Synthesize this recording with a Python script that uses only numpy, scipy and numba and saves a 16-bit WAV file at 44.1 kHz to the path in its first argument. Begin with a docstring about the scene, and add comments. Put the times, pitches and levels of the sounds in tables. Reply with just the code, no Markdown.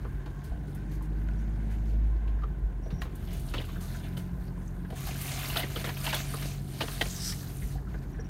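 """First heard is engine hum over low road rumble, with a knock on the door and a rut thumping the air.
A phone held in the cabin of a small car hears it crawl along a rutted grass track beside a hedge.
Engine orders are sines, the road is shaped noise, and ruts ring the cabin modes. On the door panel and
glass, noise through resonances makes leaves brush, twigs scrape and knock, and a stem squeal.
A cricket chirps now and then through the open window: noise pulsed by wing strokes."""
import sys
import numpy as np
from scipy import signal
from scipy.fft import rfft, irfft, next_fast_len
from scipy.io import wavfile
from scipy.ndimage import uniform_filter1d
from numba import njit

SR = 44100
rng = np.random.default_rng(int(sys.argv[2]) if len(sys.argv) > 2 else 0)


def transcribe(u):
    """Save the signal u as a 16-bit wav file named by the first command-line argument.

    u: samples, shape (n,) or (channels, n), limited to [-1, 1]; the rate is SR.
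    q: integer samples, one column per channel.
    """
    v = np.clip(np.atleast_2d(u).T, -1, 1)
    q = np.round(v * 32767).astype(np.int16)
    wavfile.write(sys.argv[1], SR, q)


N = 365588
T = np.arange(N) / SR  # s

# Outside, through the open window: cricket chirps. start_s, peak_db, length_ms
CRICKET_CHIRPS = [(1.38, -60, 30), (2.824, -58.5, 68), (2.904, -57, 77), (2.982, -52, 55),
                  (8.129, -59, 15.4), (8.157, -65, 14), (8.198, -50, 22), (8.243, -56, 31)]
CRICKET_HZ, CRICKET_STROKES_HZ = 5700, 73.5

# Under the floor: relative spectrum of the road rumble. frequency_hz, density_db (per Hz)
ROAD_SPECTRUM = [(22, -22), (32, -7), (50, 2), (68, -1), (95, -5), (130, -2), (180, -7.5), (250, -12),
                 (400, -17), (520, -25.5), (750, -25), (1100, -33.5), (1700, -32.5), (2400, -47.5),
                 (4500, -58), (15000, -57.5)]
ROAD_DB, RATTLE_DB = -40, -64.5  # rumble; door trim shaken by the road

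# Engine through its run. time_s, firing_rate_hz, first_order_db, higher_order_load_db
ENGINE_CURVE = [(0.0, 47.4, -34.5, -1.5), (0.3, 45.72, -39.5, -1.5), (0.5, 48.27, -70, 1),
                (0.78, 48.07, -36, 2.5), (1.05, 50.25, -32.5, 5.5), (1.3, 51.7, -28.5, 3.5),
                (1.55, 51.63, -30.5, 2), (1.7, 51.85, -31.5, 2), (2.0, 52.97, -25, 3),
                (2.2, 52.58, -26, -7), (2.36, 51.4, -27.5, -2), (2.43, 51.6, -33, -14),
                (2.5, 50.33, -29, -16), (2.58, 49.3, -35, -15), (2.68, 47.9, -33, -14),
                (2.85, 44.9, -36, -14), (3.05, 43.4, -41.5, -17), (3.25, 43.1, -36.5, -4.5),
                (3.5, 40.76, -34, 2), (3.75, 42.5, -38.5, -1.5), (3.95, 44, -38, 0), (4.2, 44.89, -44, 2),
                (4.35, 44.46, -40, -2.5), (4.6, 44.63, -38, 1.5), (4.87, 44.78, -40.5, -3),
                (5.0, 45.57, -44, -1), (5.8, 46.12, -43, 1.5), (6.3, 46.8, -38, 1.5),
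                (6.7, 46.26, -44, -0.5), (7.05, 44.97, -41, 0.5), (7.35, 45.1, -45, -0.5),
                (7.6, 45.64, -46, 0), (8.29, 45.29, -39, -2.5)]
# Higher orders; 4.2, 6.3 and 8.4 come from a shaft geared to the crank. turns_per_firing, level_db
ORDER_LEVELS = [(2, -2), (3, -1.46), (4, -7), (4.2, -7), (5, -9.5), (6.001, -12), (6.3, -9), (8.4, -9)]
# Floor and seats boom where an order crosses one of these. frequency_hz, half_width_hz, level_db
BODY_BOOMS = [(84.9, 3.6, -41), (91, 5.1, -50), (104.34, 2.5, -45.5), (124.3, 6.2, -43), (140.3, 6.4, -40),
              (157.5, 3.1, -51), (178.75, 1.9, -35.5), (195.3, 3.1, -48), (217.9, 3.64, -42),
              (230, 3.4, -56.5), (282.6, 5.3, -53), (306.4, 17, -49.5), (348, 14.6, -47.5),
              (392.5, 11.4, -55.5)]
WOBBLE_DB = 0.35  # level flutter, multiplied by the order number

# Air and floor modes of the cabin. frequency_hz, level_db, t60_s
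CABIN_MODES = [(55.2, 3.5, 0.5), (68, -1, 0.15), (144, 7.5, 0.22), (175.6, 2.5, 0.64)]
# Wheels dropping into ruts. start_s, peak_db, push_length_ms
RUT_DROPS = [(0.064, -21.5, 11.4), (0.498, -20, 11.7), (2.471, -31, 6.5), (2.618, -20, 19),
             (2.926, -21.5, 2.2), (3.36, -22.5, 7.7), (4.329, -23.5, 8.7), (5.037, -25.5, 9.4),
             (6.299, -58, 8.3), (7.3, -28, 8.1), (7.625, -22, 8.2), (7.752, -25.5, 9.7), (7.881, -26, 6.6),
             (8.138, -26, 6.3)]

# On the glass: leaf tips flicking it. start_s, peak_db
LEAF_TICKS = [(0.44, -45), (0.7477, -45), (0.9144, -57), (1.022, -50), (3.1532, -44.5), (3.33, -41),
              (3.395, -42), (3.495, -49), (3.608, -45), (3.65, -46), (3.72, -50), (3.809, -44), (3.96, -49),
              (4.08, -54), (4.1725, -41), (4.9023, -49), (5.212, -31), (5.39, -31), (5.483, -32),
              (5.572, -34), (6.0397, -34), (6.144, -25.5)]
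TICK_MS = 11  # decay time constant
# On the glass: a stem skids. time_s, level_db, pitch_hz
STEM_SQUEAL = [(7.05, -57, 6520), (7.106, -46.5, 6700), (7.21, -43.5, 5840), (7.226, -38.5, 6083),
               (7.306, -35.5, 6220), (7.342, -51, 5930), (7.42, -57, 5900)]

# Modes of the door skin. frequency_hz, width_hz, level_db
DOOR_MODES = [(691, 85, -0.5), (1038, 51, 5), (1385, 160, -7.5), (1528, 77, 3), (1826, 146, -2.5),
              (1920, 620, -6.5), (3080, 330, -11), (3486, 210, -9), (4350, 500, -20), (5340, 130, -20),
              (6620, 600, -10)]
FLEX = 0.02  # share by which the modes move for a shift of 1
# Twigs knocking the door. start_s, peak_db, ring_pitch_hz,
# dull_thud_db (against the whole blow), wide_crack_db (against the ring), contact_ms
TWIG_KNOCKS = [(0.048, -39, 1120, 1, -18, 10), (0.259, -44, 880, 3, 10, 14),
               (0.515, -44.5, 700, -15, -12, 31), (1.007, -44, 945, -12, -21, 21),
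               (2.276, -49, 2324, 3, 10, 18.3), (2.388, -48, 1510, -5, -12, 11.7),
               (2.42, -44, 1210, -14, -9, 9.2), (2.434, -32, 1170, -8, -16, 8),
               (2.857, -47, 600, 8, -17, 12), (2.904, -45, 3500, -1, 7, 17),
               (3.018, -27.5, 1570, -29, 12, 5.7), (3.052, -44.5, 1183, 3.5, 4, 15),
               (3.538, -28.5, 1420, -5, 12, 13.9), (3.568, -37, 3266, -10, 3, 6.6),
               (3.58, -29, 3080, -5, -21, 7.6), (3.599, -39, 1580, 2, -3, 9.2),
               (3.618, -40.5, 2845, -3, 5, 7.9), (3.639, -43, 2560, -12, 2, 14),
               (3.688, -41.5, 1100, -17, 1, 17), (3.758, -39.5, 1488, 0, -20, 9.9),
               (3.946, -40, 1530, -22, -15, 13), (4.003, -47, 1592, -22, -1, 11.6),
               (4.168, -39.5, 2940, -4, 2, 13.5), (4.478, -54, 4730, -6, -5, 8.6),
               (4.575, -46, 946, -6, -19, 8), (4.848, -46, 1550, -11, -11, 16.6),
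               (4.902, -39, 700, -11, -2.5, 13), (4.922, -37.5, 690, -0.5, -13, 15),
               (5.071, -36, 750, -26, -2, 7.3), (5.088, -36, 710.6, -20, -10, 9.9),
               (5.107, -35.5, 2462, -3, -10, 7), (5.162, -44, 2933, -4, 3, 7),
               (5.247, -41, 719, -20, -6, 12), (5.302, -43, 2202, -23, 2, 10),
               (5.318, -35, 5190, -20, -3, 3.95), (5.322, -42, 720, -20, -7, 8.1),
               (5.446, -35, 2178, -26, 0, 10.4), (5.499, -30, 2680, -24, 2, 8.5),
               (5.521, -36, 2302, -20, 1, 9), (5.539, -35, 2775, -15, -1, 8),
               (5.557, -25, 1310, -7, 12, 9.6), (5.57, -19, 3430, -30, -20, 4.3),
               (5.6, -29, 2980, -20, 1, 11), (5.631, -28, 1882, -3.5, 0, 10.7),
               (5.664, -38, 2200, -15, 7, 5.7), (5.702, -42, 1416, -12, 4, 9.5),
               (5.758, -28.5, 3040, -3, -2, 12), (5.842, -27, 1888, -11, 9, 8.4),
               (5.871, -32, 1714, -2, 7, 9.3), (5.89, -28.5, 1720, -15, 9, 11),
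               (5.968, -34, 2450, -21, 2, 8.3), (6.065, -22.5, 2766, -14, 0, 6.9),
               (6.072, -29.5, 915, -21, -6, 8.5), (6.091, -29, 2330, -16, -5, 14),
               (6.127, -22, 1620, -32, 9, 8.8), (6.132, -24.5, 670, -28, -13, 6.7),
               (6.142, -24, 3280, -14, -3, 10.5), (6.16, -34, 4300, -7, -2, 5.3),
               (6.338, -30, 1220, -3.5, -19, 7.1), (6.423, -35, 2070, -7, 8, 11),
               (6.452, -40, 595, 4, -7, 5.3), (6.806, -23, 1720, -8, 19, 10.8),
               (6.815, -23, 2956, -5, -3, 6.7), (6.831, -36.5, 715, 5, -12, 12),
               (6.88, -30.5, 2595, -9, 9, 6), (7.011, -15.5, 1880, -17, 4, 5.8),
               (7.014, -24, 3120, -5.5, -10, 5.2), (7.055, -35.5, 2290, -2, 6, 8),
               (7.323, -35.5, 1955, -20, 0, 6.3), (7.619, -41, 1969, -20, -25, 10.3),
               (7.753, -43, 749, -13, -18, 37), (7.78, -50, 1704, -20, -19, 14),
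               (7.871, -46.5, 1242, -22, -20, 18), (7.94, -40, 1560, 4, -23, 9.8),
               (8.142, -50, 1738, -19, -15, 19), (8.187, -44, 1640, 5.5, -25, 15)]
FIRST_STRIKE = 2.4  # size of the first contact against the chatter after it

# How hard the hedge presses on the door. time_s, leaf_brushing_db, twig_dragging_db, twig_pitch_hz
HEDGE_PRESSURE = [(0.0, -69, -65.5, 1760), (1.2, -72, -65, 1770), (1.9, -67.5, -64, 2200),
                  (2.2, -81, -66.5, 2200), (2.75, -79, -74, 2100), (3.12, -69, -62, 2320),
                  (3.25, -57.5, -67, 3060), (3.42, -57, -65, 3044), (3.7, -57.5, -58, 2980),
                  (3.8, -65, -64, 3234), (3.87, -59, -60, 4300), (4.0, -58, -59, 4220),
                  (4.06, -63, -58, 2560), (4.3, -67, -68, 2190), (4.9, -68, -68.5, 2220),
                  (4.98, -54, -53.5, 2960), (5.22, -41.5, -48, 2900), (5.52, -39, -45, 2800),
                  (5.68, -48.5, -51, 2690), (5.94, -47, -55, 2620), (6.45, -43.5, -48.5, 3060),
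                  (6.63, -54.5, -66, 3180), (6.76, -50.5, -54.5, 2783), (6.84, -44.5, -49, 2880),
                  (7.3, -44.5, -56.5, 3730), (7.38, -50, -61, 3050), (7.72, -52.5, -65, 2620),
                  (7.83, -65.5, -80, 2080), (8.29, -73, -64.5, 1970)]
# Relative spectrum of the leaf hiss. frequency_hz, density_db (per Hz)
LEAF_SPECTRUM = [(1180, -3.5), (2000, -7.5), (2140, -6), (2690, -7), (3460, -9.5), (4340, -4.5),
                 (5100, -7.5), (6360, -2.5), (8050, -7.5), (9250, -4), (10500, -8.5), (12500, -5.5),
                 (14200, -8.5), (15700, -12)]
# Single sprigs swiping past. start_s, held_ms, leaves_db, twigs_db
SPRIG_SWIPES = [(0.43, 39, -58.5, -70), (0.665, 33, -64, -83), (0.74, 18, -72, -68), (0.905, 39, -61, -63),
                (1.015, 31, -63, -80), (1.38, 26, -69, -75), (1.70, 44, -65, -65), (1.85, 42, -64, -68),
                (3.009, 7.9, -50.5, -71), (3.15, 18, -71, -74), (3.27, 26, -66, -53.5),
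                (3.301, 63, -52, -55), (3.46, 37, -58, -58), (3.54, 62, -62, -46), (3.80, 51.4, -50, -59),
                (3.87, 97, -54, -57), (4.03, 28, -57, -53), (4.163, 26.4, -54, -54),
                (4.388, 77, -64.5, -82), (4.95, 120, -49, -67), (5.059, 19, -42, -55), (5.20, 52, -53, -67),
                (5.555, 27, -34.5, -38.5), (5.76, 43, -45, -47), (5.839, 34, -48, -42),
                (5.965, 57, -42.5, -69), (6.035, 60.5, -36.5, -42), (6.124, 74, -37.5, -43.5),
                (6.80, 21, -44, -50), (6.90, 27, -48, -65), (7.005, 5.7, -39, -47), (7.22, 84, -55, -71),
                (7.88, 98, -68, -66), (8.01, 17, -64, -64), (8.09, 13.6, -69, -80)]
SWIPE_ATTACK_S, SWIPE_RELEASE_S = 0.012, 0.019
HARD_DULL_DB = 0.11  # fall of the leaf treble for each dB of harder contact
LEAF_RING_CYCLES = 4

# At the phone: microphone noise ahead of its filters, and the top of its range
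HISS_DB, TOP_HZ = -80, 15770


def undb(db):
    """Amplitude factor of a level in dB."""
    return 10 ** (np.asarray(db) / 20)


def unit(x):
    """Signal scaled to an RMS of 1."""
    return x / np.sqrt(np.mean(x ** 2))


def curves(table):
    """Columns of a table joined by straight lines in time."""
    s, *columns = np.transpose(table)
    return [np.interp(T, s, column) for column in columns]


@njit
def svf(x, hz, width):
    """State-variable band-pass with a moving centre, gain 1 there."""
    y, b, l = np.empty(len(x)), 0., 0.
    for i in range(len(x)):
        g, k = np.tan(np.pi * hz[i] / SR), width / hz[i]
        v = (b + g * (x[i] - l)) / (1 + g * (g + k))
        b, l, y[i] = 2 * v - b, l + 2 * g * v, k * v
    return y


def band(x, hz, width):
    """One resonance at a fixed or moving centre, width in Hz."""
    return svf(x, hz + np.zeros(len(x)), float(width))


def walk(rate):
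    """Random values held 1 / rate s and slewed twice, with an RMS of 1."""
    k = int(SR / rate)
    steps = np.repeat(rng.standard_normal(N // k + 1), k)
    smooth = uniform_filter1d(uniform_filter1d(steps, k), k)
    return unit(smooth[:N])


def crest(x, ms):
    """Usual peak of a noisy burst whose energy fills ms."""
    return np.sqrt(5 * np.sum(x ** 2) / (max(ms, 1) * SR / 1000))


def add(track, s, piece):
    """Lay a piece into the track from s seconds on."""
    i = int(s * SR)
    track[i:i + len(piece)] += piece[:N - i]


def grains(spread_db, rate):
    """Envelope of tiny contacts of very uneven size."""
    k = int(SR / rate)
    level_db = spread_db * rng.exponential(size=N // k + 1)
    size = np.repeat(undb(level_db), k)[:N]
    return unit(uniform_filter1d(size, k))


def patchy(spectrum, drift_db, drift_rate, grain_db, grain_rate):
    """Noise with a given spectrum; each half octave drifts and crackles on its own."""
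    hz, db = np.transpose(spectrum)
    size = next_fast_len(N)
    octave = np.log2(np.arange(size // 2 + 1) * SR / size + 1)
    noise = rfft(rng.standard_normal(size)) * undb(np.interp(octave, np.log2(hz), db))
    out = 0
    for centre in np.arange(np.log2(hz[0]), np.log2(hz[-1]) + .5, .5):
        share = np.clip(1 - 2 * np.abs(octave - centre), 0, 1)
        part = irfft(noise * share, size)[:N]
        drift = undb(drift_db * walk(drift_rate))
        # a grain lasts at least a few cycles
        out = out + part * drift * grains(grain_db, min(grain_rate, 2 ** centre / 4))
    return unit(out)


def crackle(count, low_hz, high_hz, cycles, spread_db):
    """Small dry snaps, each ringing a few cycles at a pitch of its own."""
    out = np.zeros(N)
    for when, pitch, size in rng.random((count, 3)):
        hz = low_hz * (high_hz / low_hz) ** pitch
        t = T[:int(4 * cycles / hz * SR)]
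        strength = undb(-spread_db * np.log(1 - .97 * size))
        snap = np.sin(2 * np.pi * hz * t) * np.exp(-t * hz / cycles)
        add(out, when * N / SR, strength * snap)
    return unit(out)


def panel(x, shift):
    """The door skin rings in its modes, which shift a little as it flexes."""
    out = 0
    for k, (hz, width, db) in enumerate(DOOR_MODES):
        out = out + (-1) ** k * undb(db) * band(x, hz * (1 + FLEX * shift), width)
    return out


def cricket():
    """Wing strokes, as pulses of noise, ring a short high resonance."""
    out, t = np.zeros(N), T[:SR // 8]
    for s, db, ms in CRICKET_CHIRPS:
        noise = rng.standard_normal(len(t))
        fade = np.clip((ms / 1000 - t) / 0.01, 0, 1)
        strokes = (1.9 + np.cos(np.pi * CRICKET_STROKES_HZ * t) ** 4) * fade
        note = band(band(noise * strokes, CRICKET_HZ, 420), CRICKET_HZ, 420)
        add(out, s, undb(db) * note / np.abs(note).max())
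    return out


def road():
    """Tyres and suspension rumble over grass and gravel and shake the door trim."""
    rumble = patchy(ROAD_SPECTRUM, drift_db=1.1, drift_rate=4, grain_db=1.4, grain_rate=90)
    shake = band(grains(1.6, 120) * rng.standard_normal(N), 1000, 1100)
    rattle = undb(2.5 * walk(6)) * unit(panel(shake, walk(4)))
    return undb(ROAD_DB) * rumble + undb(RATTLE_DB) * rattle


def body(hz):
    """Gain of the floor and seats at a frequency: a sum of resonance peaks."""
    return sum(undb(db) / (1 + ((hz - centre) / width) ** 2) for centre, width, db in BODY_BOOMS)


def engine():
    """The first order has its own level; higher orders follow load and swell at body resonances."""
    hz, first_db, load_db = curves(ENGINE_CURVE)
    turn = 2 * np.pi * np.cumsum(hz * (1 + 0.0012 * walk(8))) / SR
    lines = [(1, undb(first_db))]
    for order, db in ORDER_LEVELS:
        lines.append((order, undb(db + load_db) * body(order * hz)))
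    out = np.zeros(N)
    for order, size in lines:
        flutter = undb(WOBBLE_DB * order * walk(6))
        tone = np.sin(order * turn + rng.uniform(0, 2 * np.pi))
        out += np.sqrt(2) * size * flutter * tone  # sqrt(2): levels are RMS
    return out


def ruts():
    """A soft push through the suspension rings the cabin; a shorter push reaches higher modes."""
    out, t = np.zeros(N), T[:SR // 2]
    ring = np.zeros(len(t))
    for hz, db, t60 in CABIN_MODES:
        ring += undb(db) * np.exp(-np.log(1000) * t / t60) * np.sin(2 * np.pi * hz * t)
    for s, db, ms in RUT_DROPS:
        push = np.hanning(int(max(ms, 1) * SR / 1000))
        thump = signal.fftconvolve(ring, push)
        add(out, s, undb(db) * thump / np.abs(thump).max())
    return out


def ticks():
    """Leaf tips flick the glass: thin, bright bursts of noise."""
    out, t = np.zeros(N), T[:SR // 16]
    for s, db in LEAF_TICKS:
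        burst = rng.standard_normal(len(t)) * (1 - np.exp(-t / 0.001)) * np.exp(-t * 1000 / TICK_MS)
        flick = band(burst, 11300, 9700)
        add(out, s, undb(db) * flick / np.abs(flick).max())
    return out


def squeal():
    """Stick and slip: rough noise through a wandering resonance and fixed ones beside it."""
    db, hz = curves(STEM_SQUEAL)
    slip = grains(1.64, 300) * rng.standard_normal(N)
    rings = band(slip, hz * (1 + 0.066 * walk(40)), 700)
    rings = rings + 0.34 * band(slip, 5200, 296.0) + 0.29 * band(slip, 7600, 1500)
    touching = (T > STEM_SQUEAL[0][0]) & (T < STEM_SQUEAL[-1][0])
    return undb(db) * unit(rings) * touching


def knocks():
    """Each knock is a chatter of contacts: a pitched ring, a wide crack in the skin, a thud through the door."""
    out, t = np.zeros(N), T[:SR // 10]
    trim = signal.butter(3, 4800, fs=SR, output="sos")  # the door lining dulls the top
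    for s, db, hz, thud_db, crack_db, ms in TWIG_KNOCKS:
        noise = rng.standard_normal(len(t))
        decay = np.exp(-(t * 1000 / max(ms, 1)) ** 1.05)
        chatter = noise * (1 - np.exp(-t / 0.00079)) * decay
        chatter[0] = FIRST_STRIKE
        ring = band(band(chatter, hz, 0.18 * hz), hz, 0.35 * hz)
        wide = band(chatter, 1680, 2250)
        skin = panel(wide, noise[-1])  # one random mode shift per knock
        crack = signal.sosfilt(trim, skin + 0.67 * wide) + 0.039 * chatter
        blow = unit(ring) + undb(crack_db) * unit(crack)
        add(out, s, undb(db) * blow / crest(blow, ms))
        thud = band(band(chatter, 374, 330), 374, 330)
        add(out, s + 0.00288, undb(db + thud_db) * thud / crest(thud, ms + 6))
    return out


def swipes():
    """Leaf and twig power of the sprigs: quick attack, hold, dying release."""
    out, t = np.zeros((2, N)), T[:SR // 2]
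    for s, ms, leaves_db, twigs_db in SPRIG_SWIPES:
        attack = np.clip(t / SWIPE_ATTACK_S, 0, 1)
        after_hold = np.maximum(t - SWIPE_ATTACK_S - ms / 1000, 0)
        shape = attack * np.exp(-after_hold / SWIPE_RELEASE_S)
        add(out[0], s, (undb(leaves_db) * shape) ** 2)
        add(out[1], s, (undb(twigs_db) * shape) ** 2)
    return out


def hedge():
    """Leaves hiss and crackle along the paint; twigs drag in coarser grains, ring the door and snap."""
    leaves_db, twigs_db, twigs_hz = curves(HEDGE_PRESSURE)
    leaf_power, twig_power = swipes() + undb([leaves_db, twigs_db]) ** 2

    hiss = patchy(LEAF_SPECTRUM, drift_db=2.8, drift_rate=16, grain_db=2.1, grain_rate=260)
    leaf_snaps = crackle(4000, low_hz=3800, high_hz=13770, cycles=LEAF_RING_CYCLES, spread_db=3.6)
    leaves = hiss * undb(0.35 * walk(40)) + undb(-8) * leaf_snaps
    # harder contact dulls the treble, contact below -79 dB brightens it
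    top_gain = undb(-HARD_DULL_DB * (10 * np.log10(leaf_power) + 79))
    leaves = leaves + (top_gain - 1) * band(leaves, 7200, 12000)

    drag = panel(grains(2.0, 350) * rng.standard_normal(N), walk(5))
    scrape = band(band(drag, twigs_hz, 1950), twigs_hz, 2050) + 0.26 * drag
    twig_snaps = crackle(5000, low_hz=1500, high_hz=5500, cycles=3, spread_db=3.3)
    lining = unit(band(band(drag, 440, 360), 440, 360))  # the door lining drums along
    twigs = unit(scrape) * undb(2.0 * walk(30)) + undb(-4) * twig_snaps + undb(-4.0) * lining

    judder = undb(0.5 * walk(25))  # the whole bough shakes as it drags
    return judder * (np.sqrt(leaf_power) * leaves + np.sqrt(twig_power) * twigs)


def scene():
    """Cricket, road, engine and ruts, with the door and glass sounds in a short cabin tail."""
    door = ticks() + squeal() + knocks() + hedge()
    # the small padded cabin adds a short dense tail, t60 0.11 s
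    t = T[:SR // 6]
    tail = rng.standard_normal(len(t)) * np.exp(-np.log(1000) * t / 0.11)
    tail = tail / np.sqrt(np.sum(tail ** 2))
    door = door + undb(-13) * signal.fftconvolve(door, tail)[:N]
    return (cricket() + road() + engine() + ruts() + door)[None]


def record(dry):
    """The phone adds its hiss and cuts the deepest bass and the top."""
    dry = dry + undb(HISS_DB) * rng.standard_normal(N)
    dry = signal.sosfilt(signal.butter(5, 39, "high", fs=SR, output="sos"), dry)
    return signal.sosfilt(signal.ellip(14, .2, 60, TOP_HZ, fs=SR, output="sos"), dry)


dry = scene()
out = record(dry)
transcribe(out)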